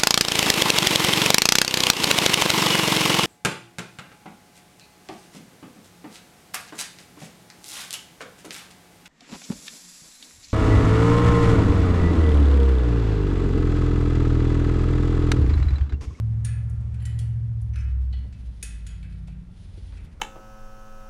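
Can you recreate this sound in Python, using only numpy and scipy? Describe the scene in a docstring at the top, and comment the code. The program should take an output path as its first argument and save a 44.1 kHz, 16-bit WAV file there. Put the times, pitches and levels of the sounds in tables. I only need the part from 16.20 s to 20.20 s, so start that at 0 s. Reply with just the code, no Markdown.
"""Metal parts click and clink against a bicycle wheel lying on the bench of a small workshop.
Each touch is a tiny burst of noise with an echo; most make the part ring, and the spokes ring faintly.
A sleeve rustles as its cloth slides, and the wheel bumps the bench. A low hum, probably an
eight-cylinder engine outside, comes through the walls and sinks to idle."""
import sys
import numpy as np
from scipy import signal
from scipy.fft import rfft, irfft
from scipy.io import wavfile
from scipy.ndimage import uniform_filter1d

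SR = 44100
rng = np.random.default_rng(int(sys.argv[2]) if len(sys.argv) > 2 else 0)


def materialize(psi):
    """Save the field psi as 16-bit PCM at rate SR to the path in sys.argv[1].

    A 1-D psi becomes a single channel; in a 2-D psi each row is a channel.
    """
    bounded = np.clip(np.atleast_2d(psi).T, -1, 1)
    quanta = np.round(bounded * 32767).astype(np.int16)
    wavfile.write(sys.argv[1], SR, quanta)


N = 176400
T = np.arange(N) / SR


def undb(db):
    """Turn decibels into a number to multiply a sound by."""
    return 10 ** (np.asarray(db) / 20)


def curve(rows):
    """Join (time_s, value) points with straight lines, one value per sample."""
    rows = np.array(rows)
    return np.interp(T, rows[:, 0], rows[:, 1])


def on_log(hz, points):
    """Read between (pitch_hz, value) points, giving every octave the same width."""
    points = np.array(points)
    return np.interp(np.log(hz + 1), np.log(points[:, 0]), points[:, 1])


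def drift(rate_hz):
    """A smooth random wobble, about 1 in size."""
    span = int(SR / rate_hz)
    steps = np.repeat(rng.standard_normal(N // span + 2), span)
    return np.sqrt(2) * uniform_filter1d(uniform_filter1d(steps, span), span)[:N]


def noise(colour):
    """Noise of strength 1, its tone shaped by (pitch_hz, level_db) points."""
    gain = undb(on_log(np.fft.rfftfreq(N, 1 / SR), colour))
    x = irfft(rfft(rng.standard_normal(N)) * gain, N)
    return x / x.std()


def shape_tone(x, db):
    """Turn each pitch up or down without any ringing before the sound starts."""
    cepstrum = irfft(np.log(undb(db)))
    cepstrum[1:len(x) // 2] *= 2
    cepstrum[len(x) // 2 + 1:] = 0
    return irfft(rfft(x) * np.exp(rfft(cepstrum)))


def add(out, start_s, x):
    """Mix a sound in at its start time."""
    i = int(start_s * SR)
    out[i:i + len(x)] += x[:N - i]


def engine(waver_db=3, waver_rad=0.33):
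    """Tones at multiples of the engine's speed, muffled by walls; four swell and fade in the room."""
    # engine speed: time_s, cycles_per_s
    speeds = [(0, 13.76), (.3, 14), (.7, 14.1), (1.32, 14.24), (1.53, 13.4), (1.74, 12.73), (2.15, 12.75),
              (2.4, 11.3), (2.65, 10.93), (3.55, 11.1), (3.9, 9.66)]
    # the four booming tones: multiple of the engine's speed
    boom_multiples = (5, 8, 13, 16)
    # one loudness curve per booming tone: time_s, level_db
    boom_levels = [
        [(0, -31.5), (1.0, -31), (1.35, -36.5), (1.5, -28.5), (1.78, -22), (2.0, -27), (2.15, -43),
         (2.28, -30.5), (2.38, -42), (2.5, -34), (3.19, -38), (3.38, -73), (3.62, -39), (3.82, -38), (4, -60)],
        [(.08, -23.5), (.75, -31.5), (1.02, -25.5), (1.37, -27), (2.0, -41.5), (2.3, -57), (2.98, -40.5),
         (3.25, -66), (3.4, -47), (3.82, -41), (3.98, -52)],
        [(0, -52.5), (2.45, -59), (2.7, -49), (3.18, -44), (3.35, -83)],
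        [(0, -48), (1.1, -67), (2.6, -56), (2.9, -46), (3.2, -44.5), (3.6, -64.5)],
    ]
    # the weaker tones, lowest first: loaded_db, idle_db
    weak_levels = [(-50.5, -60), (-58, -55), (-45, -52), (-44, -57), (-54.5, -56.5), (-44, -54), (-59, -70),
                   (-50, -60), (-61.5, -69.5), (-52.5, -63.5), (-65.5, -68.5), (-65, -68.5), (-78.5, -63.5),
                   (-70.5, -71)]
    # tone of the rumble: pitch_hz, level_db
    rumble_colour = [(25, -7), (60, 1.5), (190, -7), (260, -12.5), (400, -30), (1500, -59)]
    # loudness of the rumble: time_s, level_db
    rumble_levels = [(1.9, -52), (2.1, -46.5), (2.5, -50), (3.5, -50), (3.85, -49)]
    speed = curve(speeds)
    phase = 2 * np.pi * np.cumsum(speed) / SR
    load = (speed - speed.min()) / np.ptp(speed)  # 0 at idle, 1 at the fastest
    hum = np.zeros(N)
    for k, levels in zip(boom_multiples, boom_levels):
        hum += undb(curve(levels)) * np.sin(k * phase + 2 * np.pi * rng.random())
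    weak_multiples = [k for k in range(2, 2 * len(weak_levels)) if k not in boom_multiples]
    for k, (loaded_db, idle_db) in zip(weak_multiples, weak_levels):
        db = idle_db + load * (loaded_db - idle_db) + waver_db * drift(4.51)
        hum += undb(db) * np.sin(k * phase + waver_rad * drift(7) + 2 * np.pi * rng.random())
    rumble = noise(rumble_colour) * undb(curve(rumble_levels))
    return np.sqrt(2) * hum + rumble


def air():
    """The faint background hush of the workshop."""
    # tone of the hush: pitch_hz, level_db
    colour = [(300, 1.5), (780, -6), (1100, -9), (2000, -12), (4000, -25), (7000, -26), (9900, -29),
              (11300, -47.5), (14000, -68)]
    # its loudness: time_s, level_db
    levels = [(1.0, -57.5), (1.35, -61), (3.3, -63), (3.7, -59.5)]
    return noise(colour) * undb(curve(levels))


def contact(rise_s, hold_s, low_db, size=32768):
    """A brief gritty chatter, then the wheel's many close notes and the room's echo."""
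    # workshop echo: pitch_hz, fade_s (time to fall 60 dB), level_db (relative to the click)
    room = [(600, 1, -4.5), (1800, 0.73, -2.5), (3680, 0.47, -7), (6500, 0.39, -10.5), (10000, 0.39, -10),
            (14000, .24, -10)]
    grit_db, chatter_fade_s = 0.5, 0.071
    note_gap_hz, note_share = 84.7, 0.63  # the wheel's notes: average spacing, share of the echo
    t, hz = T[:size], np.fft.rfftfreq(size, 1 / SR)
    grit = rng.standard_normal(size) * undb(grit_db * rng.standard_normal(size).clip(-2, 2))
    fade = undb(-60 * np.maximum(t - hold_s, 0) / chatter_fade_s)
    chatter = grit / grit.std() * np.minimum(t / rise_s, 1) * fade
    sound = shape_tone(chatter, on_log(hz, [(2000, low_db), (3300, 0)]))
    note_chance = hz[1] / note_gap_hz
    is_note = rng.random(len(hz)) < note_chance
    power = 1 - note_share + note_share * is_note / note_chance
    echo_spectrum = np.sqrt(size * power) * np.exp(2j * np.pi * rng.random(len(hz)))
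    room_hz = np.array(room)[:, 0]
    for this_band, (_, fade_s, db) in zip(np.eye(len(room)), room):
        echo = irfft(echo_spectrum * on_log(hz, np.c_[room_hz, this_band]))
        sound += echo * undb(db - 60 * t / fade_s) * (1 - np.exp(-t / 0.01))
    return sound, hz


def ring(hz, db, fade_s, spread, count=3):
    """Ringing metal: a few nearly equal pitches that pulse against each other as they fade."""
    t = T[:SR]
    pitches = hz * (1 + spread * rng.standard_normal((count, 1)))
    tones = np.sin(2 * np.pi * (pitches * t + rng.random((count, 1))))
    return undb(db - 60 * t / fade_s) * sum(tones) / np.sqrt(count)


def clicks():
    """Metal touches the wheel, ringing the spokes and, where one is named, the part in hand."""
    # touches, with relative levels near 2, 4, 7 and 10 kHz:
    # start_s, part, touch, low_db, mid_db, high_db, treble_db
    hits = [ (0.2464, "tool", "clack", -39.5, -42.5, -39, -40.5),
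            (0.496, None, "snap", -75, -78, -61.5, -57.5), (.606, None, "snap", -82, -80, -69, -71),
            (0.742, None, "snap", -57.5, -60.5, -62, -65), (0.797, "axle", "scuff", -60, -61, -73, -69),
            (0.817, "axle", "scuff", -52.5, -58, -69, -58),
            (0.853, "axle", "snap", -48.5, -47.5, -45, -43.5),
            (0.989, "washer", "snap", -52, -49, -45, -44), (1.414, None, "snap", -76, -78, -64, -59.5),
            (1.532, "cone", "scuff", -53.5, -64, -66, -77), (1.557, "cone", "snap", -42, -49, -57, -60),
            (1.586, "cone", "snap", -57, -66, -59, -67), (1.606, "cone", "snap", -62.5, -69.5, -58, -71),
            (1.9273, "rim", "snap", -53.5, -47, -61, -73), (2.125, "hub", "snap", -59, -56.5, -58.5, -80),
            (2.4267, "socket", "snap", -42.5, -40.5, -33, -32),
            (2.6659, "nut", "snap", -49, -47, -47.5, -53.5), (2.828, "hub", "snap", -52, -53.5, -61.5, -61),
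            (2.92, "hub", "scuff", -61.5, -60.5, -68, -72), (3.071, "hub", "scuff", -56.5, -56, -60.5, -63),
            (3.722, None, "snap", -58.5, -58, -83, -77), (3.771, "hub", "scuff", -55, -60, -63.5, -71)]
    # those four bands: width_hz
    band_widths = (1500, 2200, 3500, 2500)
    # edges of the bass, the four bands and the top, two each: pitch_hz
    edges = [500, 1100, 1450, 2500, 3400, 4400, 5600, 7800, 9200, 10300, 11600, 14500]
    # ways of touching: rise_s, hold_s, low_db (weakens the low notes of the first burst)
    touches = {"snap": (0.0011, 0.0014, 0), "clack": (0.0029, 0.0022, -8), "scuff": (0.0046, 0.0092, -1.5)}
    # notes each metal part rings at: pitch_hz, boost_db
    parts = { "tool": [(1720, 3.5), (3620, 6), (4258, 4), (6660, 10), (9020, 16.5), (9560, 11), (10830, 7)],
             "axle": [(1950, 13), (3010, 12), (4120, 6), (7400, 14.5), (10150, 6)], "washer": [(2980, 5.5),
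             (3290, 8.5), (4330, 6.5), (7350, 6), (8900, 7.5)], "cone": [(2550, 2.5), (5260, 13),
             (6020, 12), (9500, 12.5)], "rim": [(1970, 8.5), (3000, 10.5), (3289, 6.5), (4280, 12.5)],
             "hub": [(2290, 6.5), (2620, 7)], "socket": [(1990, 5), (2550, 10.5), (3530, 8), (6700, 9),
             (8650, 6), (9850, 9)], "nut": [(3246, 6.5), (6880, 15), (8290, 11), (10080, 14), (13900, 12)]}
    # notes of the spokes: pitch_hz, level_db (relative to the hit's low_db), fade_s
    spokes = [(1216, -29, 2), (1374, -22.5, 2), (1670, -17.5, 0.92), (1946, -27.5, 1.2), (2556, -14, 0.64),
              (2965, -21.5, 0.8)]
    click_trim_db, bass_db, top_db = -2, -16, -15.5
    part_trim_db, sharpness, ring_db, ring_cycles = -2.5, 22.4, -28, 1150
    out = np.zeros(N)
    for start_s, part, touch, low_db, *upper_db in hits:
        burst, hz = contact(*touches[touch])
        # spread each band's level over its width
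        bands = np.array([low_db, *upper_db]) + 10 * np.log10(SR / 2 / np.array(band_widths))
        edge_db = np.repeat([bands[0] + bass_db, *bands, bands[-1] + top_db], 2)
        tone_db = on_log(hz, np.c_[edges, edge_db])
        if part:
            tone_db += part_trim_db
            for pitch, boost_db in parts[part]:
                tone_db += boost_db / (1 + (2 * sharpness * (hz / pitch - 1)) ** 2)
            for pitch, _ in parts[part]:
                note_db = np.interp(pitch, hz, tone_db) + ring_db
                add(out, start_s, ring(pitch, note_db, ring_cycles / pitch, spread=0.006))
        add(out, start_s, shape_tone(burst, tone_db + click_trim_db))
        for pitch, level_db, fade_s in spokes:
            add(out, start_s, ring(pitch, low_db + level_db, fade_s, spread=0.0012))
    return out


def sleeve(rough_db=2.0):
    """Cloth slides unevenly as the arm reaches over the wheel."""
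    # tone of the rustle: pitch_hz, level_db
    colour = [(800, -16), (1800, -6), (3400, 0.5), (5500, -6), (8000, -14.5), (9900, -5.5), (11000, -24),
              (14000, -51.5)]
    # its loudness: time_s, level_db
    levels = [(1.3, -76), (1.75, -74), (2.35, -66), (3.0, -71), (3.25, -75.5), (3.42, -65.5), (3.82, -67),
              (3.92, -73)]
    return noise(colour) * undb(curve(levels) + rough_db * drift(60))


def bumps(rise_s=0.0037, decay_s=0.012):
    """The wheel hits the bench with dull knocks that die away quickly."""
    # soft knocks: start_s, level_db, pitch_hz
    knocks = [(1.935, -57, 624), (2.045, -47, 496), (2.43, -50.5, 402), (3.08, -51, 615), (3.572, -46, 330),
              (3.725, -54, 700), (3.841, -37, 123)]
    out, t = np.zeros(N), T[:SR // 4]
    envelope = np.minimum(t / rise_s, 1) * np.exp(-t / decay_s)
    for start_s, db, hz in knocks:
        thud = noise([(hz / 6, -20), (hz / 1.4, -2), (hz * 1.19, 0), (hz * 2, -16), (hz * 8, -50)])
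        add(out, start_s, undb(db) * thud[:len(t)] * envelope)
    return out


def scene():
    """All the sounds together in one channel."""
    return (clicks() + bumps() + engine() + sleeve() + air())[None]


def record(dry):
    """Cut away the very highest treble."""
    top_hz = 14600
    return signal.sosfilt(signal.ellip(8, .2, 70, top_hz, fs=SR, output="sos"), dry)


dry = scene()
out = record(dry)
materialize(out)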